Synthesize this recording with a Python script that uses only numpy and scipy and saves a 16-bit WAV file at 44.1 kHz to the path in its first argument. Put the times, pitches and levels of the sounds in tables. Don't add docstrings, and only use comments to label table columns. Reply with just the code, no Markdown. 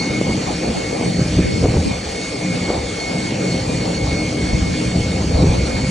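import sys
import numpy as np
from scipy import signal
from scipy.fft import rfft, irfft, next_fast_len
from scipy.io import wavfile
from scipy.ndimage import uniform_filter1d, minimum_filter1d, map_coordinates

SR = 44100
rng = np.random.default_rng(int(sys.argv[2]) if len(sys.argv) > 2 else 0)


def wrap_up_sound(samples):
    columns = np.atleast_2d(samples).T
    tamed = np.clip(columns, -1, 1)
    steps = np.round(tamed * 32767).astype(np.int16)
    wavfile.write(sys.argv[1], SR, steps)


N = 260190

# frequency in Hz, density in dB per Hz (relative).
SPRAY_SPECTRUM = [(400, -25), (1200, .3), (1800, .7), (2100, 2.5), (2700, 1.7), (3500, .3), (4300, .3),
                  (4650, 1.2), (4900, 2), (5300, .8), (5900, -1), (6700, .8), (7900, -5), (8800, -2.5),
                  (9200, -8), (9600, -8), (10000, -13), (10900, -16), (11400, -28)]
# frequency in Hz, correlation from -1 to 1.
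SPRAY_ALIKE = [(1200, .1), (1800, .97), (2100, .85), (2500, .4), (3300, .98), (4000, .97), (4600, .3),
               (4790, -.88), (4970, -.9), (5130, .4), (5300, .97), (6200, .97), (6600, .65), (7200, .55),
               (8500, .1), (9800, -.94), (11000, -.98)]

# time in seconds, level in dB before BUFFET_TRIM_DB.
BUFFET_LEVEL = [(0.0, -36), (0.75, -29), (1.13, -35.5), (1.22, -22), (1.28, -26.5), (1.40, -12),
                (1.47, -23.5), (1.68, -20.5), (1.79, -16), (1.9, -29), (2.05, -31.5), (2.56, -41),
                (2.66, -28), (2.8, -24.5), (2.93, -34.5), (3.45, -37), (3.54, -28), (3.95, -31),
                (4.03, -20), (4.28, -30), (4.42, -22.5), (4.65, -19.5), (4.8, -31), (4.98, -22.5),
                (5.3, -20.5), (5.5, -14.5), (5.56, -19), (5.9, -25)]
# time in seconds, level in dB before the trim and the tearing threshold.
FLUTTER_LEVEL = [(0.0, -24.5), (0.56, -27.5), (0.67, -22), (0.77, -29.5), (1.08, -27.5), (1.74, -27),
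                 (1.94, -29.5), (2.25, -29), (2.5, -28.5), (4.08, -30), (4.55, -27), (4.76, -33.5),
                 (5.41, -25.5), (5.52, -29.5), (5.9, -26)]
# frequency in Hz, density in dB per Hz (relative).
BUFFET_SPECTRUM = [(15, -24), (35, -6), (60, 9), (90, 6.5), (130, 1.5), (220, -10.5), (500, -11),
                   (1200, -92)]
FLUTTER_SPECTRUM = [(60, -39), (140, -15), (200, 6.5), (300, 2.5), (450, -5.5), (700, -13.5), (1100, -28.5),
                    (2500, -16.5), (6000, -100)]
BUFFET_TRIM_DB, FLUTTER_TRIM_DB = -.5, .5
TEAR_DB = -30.5

# time in seconds, level in dB, half-length in seconds.
EDDIES = [(0.2, -33, .15), (0.51, -29.5, .025), (0.774, -29, .035), (1.08, -29, .09), (1.49, -21, 0.07),
          (1.605, -27, .04), (1.888, -21.5, 0.035), (2.52, -27, .05), (3.248, -35.5, .03),
          (3.748, -29, .035), (4.612, -27, 0.17), (4.882, -31.5, 0.027), (5.328, -31.5, .06),
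          (5.57, -26.5, 0.049), (5.78, -33.5, .08)]
# frequency in Hz, density in dB per Hz (relative).
EDDY_SPECTRUM = [(20, -4), (60, 2), (120, 7), (280, 12.5), (500, 7), (900, 0), (2000, -38)]

# time in seconds, level in dB, half-length in seconds,
# brightness in dB per octave about THUMP_PIVOT_HZ.
THUMPS = [(0.303, -15.5, 0.022, -1), (0.694, -22.5, .03, 1.5), (1.026, -21.5, 0.018, 2.5),
          (1.392, -11.5, 0.02, -3), (1.649, -9.5, 0.015, 0.5), (1.77, -13.5, 0.024, -0.5),
          (2.706, -20, 0.024, 4.5), (2.763, -23.5, .04, 5), (4.54, -12, 0.013, -5),
          (4.975, -14.5, 0.018, -7), (5.361, -13.5, 0.019, -8), (5.433, -11, 0.019, 0.5),
          (5.494, -12.5, 0.03, -9)]
# frequency in Hz, density in dB per Hz (relative).
THUMP_SPECTRUM = [(30, -9), (70, 4.5), (160, 4), (310, 0.5), (560, -4.5), (850, -16.5), (1200, -25),
                  (2500, -43), (6000, -100)]
THUMP_PIVOT_HZ = 250

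# time in seconds, level of the main push in dB, pitch in Hz.
SLAPS = [(0.077, -12, 230), (0.109, -12, 150), (0.188, -11, 220), (0.214, -6, 340), (0.308, -13, 260),
         (0.381, -13, 150), (0.646, -13, 260), (1.012, -10.5, 474), (1.063, -10, 290), (1.195, -7, 200),
         (1.217, -7.5, 140), (1.372, -8, 150), (1.394, -6.5, 190), (1.64, -7, 300), (1.658, -5, 420),
         (1.686, -5.5, 140), (1.772, -10, 280), (1.807, -11, 100), (1.915, -10, 141), (2.704, -9, 430),
         (3.255, -12, 190), (3.324, -11, 240), (3.536, -13, 170), (4.55, -9, 80), (4.885, -12.5, 138),
         (4.961, -7.5, 170), (5.216, -10, 130), (5.245, -10.5, 230), (5.392, -5, 260), (5.444, -4, 260),
         (5.472, -6, 120), (5.496, -7.5, 75), (5.594, -9.5, 110)]
SNAP_DB, SNAP_RATIO = -13.5, 2.4

# time in seconds, level in dB.
ROAR_LEVEL = [(0.0, -26.5), (0.35, -25), (0.57, -29.5), (1.02, -26), (1.47, -34), (1.7, -26), (2.15, -31.5),
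              (2.6, -27.5), (3.3, -27.5), (3.8, -27.5), (4.1, -26), (4.3, -29.5), (4.85, -28.5), (5.5, -27),
              (5.9, -27.5)]
# frequency in Hz, density in dB per Hz (relative).
ROAR_SPECTRUM = [(25, -42), (60, -22), (120, -16), (220, -4.5), (350, -1.5), (480, 4), (620, -3), (800, -2),
                 (950, -10), (1300, -15), (2500, -78)]
# frequency in Hz, correlation from -1 to 1.
ROAR_ALIKE = [(60, 0.99), (150, 1), (300, 0.84), (500, 0.34), (750, 0), (1200, 0)]
ROAR_PATCHY_DB = 2.8
# time in seconds, level in dB before a 2 dB cut.
DRONE_LEVEL = [(0.0, -24.5), (0.33, -21.5), (0.55, -27), (0.68, -25.5), (0.77, -34), (1.03, -21.5),
               (1.2, -17.5), (1.5, -23.5), (1.88, -21.5), (2.05, -38.5), (2.27, -33.5), (2.49, -20),
               (2.85, -33.5), (3.07, -33.5), (3.15, -18.5), (3.21, -25), (3.53, -18.5), (3.64, -24),
               (3.76, -19), (3.92, -23), (4.2, -20.5), (4.48, -23.5), (4.86, -20.5), (5.3, -23),
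               (5.45, -16), (5.62, -25), (5.9, -17.5)]
# frequency in Hz, density in dB per Hz (relative).
DEEP_SPECTRUM = [(70, -45), (100, -7), (120, -1), (152, -5.5), (180, 2.5), (205, -8), (260, -6), (400, -89),
                 (1200, -100)]
# frequency in Hz, width in Hz, mean level in dB.
DRONE_BANDS = [(179, 20, -31.5), (266, 16, -38.5), (307, 20, -32), (517, 22, -39), (585, 20, -46),
               (640, 24, -46)]

# time in seconds, level in dB before the trim.
NEAR_LEVEL = [(0.0, -34), (0.2, -37.5), (0.33, -35.5), (0.38, -53.5), (0.46, -41), (0.73, -53),
              (0.82, -37.5), (0.9, -39.5), (0.98, -46), (1.2, -45.5), (1.36, -47.5), (1.46, -40.5),
              (1.6, -39.5), (1.8, -57), (1.92, -38.5), (2.03, -51.5), (2.2, -38), (2.4, -41), (2.53, -33.5),
              (2.66, -36.5), (2.84, -46), (2.96, -38.5), (3.15, -33), (3.36, -43.5), (3.58, -35),
              (3.65, -54), (3.79, -40.5), (3.88, -47), (4.05, -38), (4.2, -34), (4.28, -37), (4.35, -43),
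              (4.5, -37), (4.6, -43.5), (4.73, -39), (4.92, -44.5), (5.04, -36.5), (5.18, -38), (5.22, -51),
              (5.36, -48.5), (5.8, -39), (5.9, -42)]
OCTAVE_LEVEL = [(0.0, -27), (0.05, -37), (0.13, -47), (0.33, -49), (0.44, -41), (0.5, -45), (0.62, -45),
                (0.88, -45), (0.97, -58), (1.06, -42), (1.16, -40), (1.28, -50), (1.72, -45), (1.79, -48),
                (2.25, -46), (2.48, -56), (2.65, -40), (2.94, -48), (3.03, -40), (3.14, -47), (3.4, -48),
                (3.56, -39.5), (3.64, -42.5), (3.7, -52.5), (3.84, -38), (3.93, -44.5), (4.05, -44),
                (4.2, -35.5), (4.33, -54.5), (4.46, -41.5), (4.6, -48.5), (4.93, -52), (5.05, -44),
                (5.18, -52.5), (5.32, -44.5), (5.9, -46.5)]
FAR_LEVEL = [(0.0, -40.5), (0.21, -50), (0.4, -45), (0.69, -43), (0.84, -60), (0.98, -43), (1.1, -55),
             (1.24, -45.5), (1.43, -39), (1.49, -56), (1.59, -47), (1.74, -53), (1.95, -37), (2.05, -59),
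             (2.3, -49), (2.5, -43), (2.7, -53), (3.12, -47), (3.19, -57), (3.47, -43), (3.58, -47),
             (3.73, -40.5), (3.98, -62.5), (4.12, -41.5), (4.28, -43.5), (4.36, -54), (4.67, -59),
             (4.75, -41), (4.8, -56.5), (4.86, -37.5), (4.92, -58), (5.37, -62), (5.43, -42.5), (5.54, -39),
             (5.6, -49), (5.77, -41), (5.9, -46)]
NEAR_HZ, FAR_HZ = 2181, 2412
NEAR_TRIM_DB, OCTAVE_TRIM_DB, FAR_TRIM_DB = 4.5, 3.5, 3
NEAR_WAVER_RAD, OCTAVE_WAVER_RAD, FAR_WAVER_RAD = .95, 1.6, 1.0
SKIRT_FOLLOWS = 0.2
# frequency in Hz, width in Hz, level in dB, phase between ports in radians.
WHISTLES = [(4824, 24, -49, 2.9), (6544, 24, -57, .7), (7416, 16, -52.5, 1.4), (8190, 28, -59, 1.5),
            (8722, 50, -59, 1.6)]

TOP_HZ = 11600


def amp(db):
    return 10 ** (np.asarray(db) / 20)


def unit(x):
    return x / np.sqrt(np.mean(x ** 2) + 1e-20)


def along(points, hz):
    f, v = np.transpose(points)
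    return np.interp(np.log(hz + 1), np.log(f + 1), v)


def curve(rows):
    s, v = np.transpose(rows)
    return np.interp(np.arange(N) / SR, s, v)


def wobble(rate_hz):
    knots = rng.standard_normal(int(N * rate_hz / SR) + 4)
    return map_coordinates(knots, [np.arange(N) * rate_hz / SR])


def filtered(x, response):
    size = next_fast_len(N + SR // 4)
    spectrum = rfft(x, size) * response(np.fft.rfftfreq(size, 1 / SR))
    return irfft(spectrum, size)[..., :N]


def noise(spectrum):
    return unit(filtered(rng.standard_normal(N), lambda hz: amp(along(spectrum, hz))))


def steadied(x, span_s):
    size = int(span_s * SR) + 1
    power = uniform_filter1d(uniform_filter1d(x ** 2, size=size), size=size)
    return x / np.sqrt(np.abs(power) + 1e-9)


def rush(spectrum, alike, patchy_db):
    z = signal.stft(rng.standard_normal((2, N)), nperseg=512)[2]
    field = uniform_filter1d(rng.standard_normal(z.shape[1:]), size=5, axis=0)
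    field = uniform_filter1d(field, size=11, axis=1)
    pair = signal.istft(z * amp(patchy_db * unit(field)), nperseg=512)[1][:, :N]

    def mid_side_response(hz):
        angle = np.arccos(np.clip(along(alike, hz), -1, 1)) / 2
        return amp(along(spectrum, hz)) * np.array([np.cos(angle), np.sin(angle)])

    mid, side = filtered(pair, mid_side_response)
    return unit(np.array([mid + side, mid - side]))


def scatter(width_hz):
    return unit(wobble(width_hz)) / np.sqrt(2) + 1j * unit(wobble(width_hz)) / np.sqrt(2)


def tone(hz, swing, lead_rad):
    wave = swing * np.exp(2j * np.pi * hz * np.arange(N) / SR)
    return unit(np.real(wave * np.exp(.5j * lead_rad * np.array([[1], [-1]]))))


def spray():
    swell_db = .25 * wobble(5) + .45 * wobble(18) + .7 * wobble(900)
    return amp(swell_db - 31.0) * rush(SPRAY_SPECTRUM, SPRAY_ALIKE, patchy_db=2.2)


def wind():
    lumps = wobble(45)
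    buffet_air = steadied(amp(2 * lumps) * noise(BUFFET_SPECTRUM), span_s=0.19)
    buffet = amp(curve(BUFFET_LEVEL) + BUFFET_TRIM_DB) * buffet_air
    flutter_db = curve(FLUTTER_LEVEL)
    excess = amp(flutter_db + FLUTTER_TRIM_DB) / (1 + amp(2 * (TEAR_DB - flutter_db)))
    grain_db = 2.6 * lumps + 2.6 * wobble(170)
    flutter = excess * steadied(amp(grain_db) * noise(FLUTTER_SPECTRUM), span_s=0.13)
    return buffet + flutter


def eddies():
    t = np.arange(N) / SR
    force = sum(amp(db) * np.exp(-((t - s) / half_s) ** 2) for s, db, half_s in EDDIES)
    swirl = unit(amp(4.0 * wobble(35)) * noise(EDDY_SPECTRUM))
    return force * swirl * np.array([[1], [-1]])


def thumps():
    t, out = np.arange(N) / SR, np.zeros(N)
    air = amp(2 * wobble(300)) * noise(THUMP_SPECTRUM)
    for s, db, half_s, tilt_db in THUMPS:
        burst = filtered(air, lambda hz: amp(tilt_db * np.log2(np.clip(hz, 60, 1200) / THUMP_PIVOT_HZ)))
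        envelope = np.exp(-np.abs(t - s) / half_s)
        out += amp(db) * envelope * steadied(burst, span_s=.012)
    return out


def push(t, hz):
    u = np.minimum((np.pi * hz * t) ** 2, 40)
    return (1 - 2 * u) * np.exp(-u)


def slaps():
    t, out = np.arange(N) / SR, np.zeros(N)
    for s, db, hz in SLAPS:
        near = slice(max(int((s - .03) * SR), 0), int((s + .03) * SR))
        core = amp(SNAP_DB) * push(t[near] - s, SNAP_RATIO * hz)
        out[near] += amp(db) * (push(t[near] - s, hz) + core)
    return out * (1 + 0.13 * wobble(1400))


def roar():
    exhaust_db = curve(ROAR_LEVEL) + 1.65 * wobble(18)
    exhaust = amp(exhaust_db) * rush(ROAR_SPECTRUM, ROAR_ALIKE, ROAR_PATCHY_DB)
    deep_db = curve(DRONE_LEVEL)
    deep = amp(deep_db - 2) * steadied(noise(DEEP_SPECTRUM), span_s=0.04)
    bands = sum(amp(db) * tone(hz, scatter(width_hz), lead_rad=0.057) for hz, width_hz, db in DRONE_BANDS)
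    drone = unit(amp(0.57 * deep_db)) * bands
    balance = amp(0.53 * np.array([[1], [-1]]))
    return (exhaust + drone) * balance + deep


def fan(hz, level_db, lead_rad, rough, waver_rad, skirt_db, skirt_hz, skirt_width_hz):
    swing = np.exp(1j * waver_rad * wobble(10)) * (1 + rough * scatter(30))
    core = tone(hz, swing, lead_rad + .25 * wobble(7))
    skirt = tone(skirt_hz, scatter(skirt_width_hz), lead_rad)
    skirt_level_db = skirt_db + SKIRT_FOLLOWS * (level_db - level_db.mean())
    return amp(level_db) * core + amp(skirt_level_db) * skirt


def whine():
    near = fan(NEAR_HZ, curve(NEAR_LEVEL) + NEAR_TRIM_DB, lead_rad=0.57, rough=0.35,
               waver_rad=NEAR_WAVER_RAD, skirt_db=-42.5, skirt_hz=2208, skirt_width_hz=140)
    octave = fan(2 * NEAR_HZ, curve(OCTAVE_LEVEL) + OCTAVE_TRIM_DB, lead_rad=1.2, rough=.5,
                 waver_rad=OCTAVE_WAVER_RAD, skirt_db=-39.0, skirt_hz=4430, skirt_width_hz=300)
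    far = fan(FAR_HZ, curve(FAR_LEVEL) + FAR_TRIM_DB, lead_rad=0.98, rough=0.5,
              waver_rad=FAR_WAVER_RAD, skirt_db=-50, skirt_hz=2415, skirt_width_hz=130)
    whistles = sum(amp(db) * tone(hz, scatter(width_hz), lead_rad)
                   for hz, width_hz, db, lead_rad in WHISTLES)
    return near + octave + far + whistles


def scene():
    return spray() + wind() + eddies() + thumps() + slaps() + roar() + whine()


def record(dry):
    needed = np.minimum(1, .8 / (np.abs(dry).max(axis=0) + 1e-9))
    gain = uniform_filter1d(minimum_filter1d(needed, size=300), size=300)
    return filtered(dry * gain, lambda hz: hz < TOP_HZ)


dry = scene()
out = record(dry)
wrap_up_sound(out)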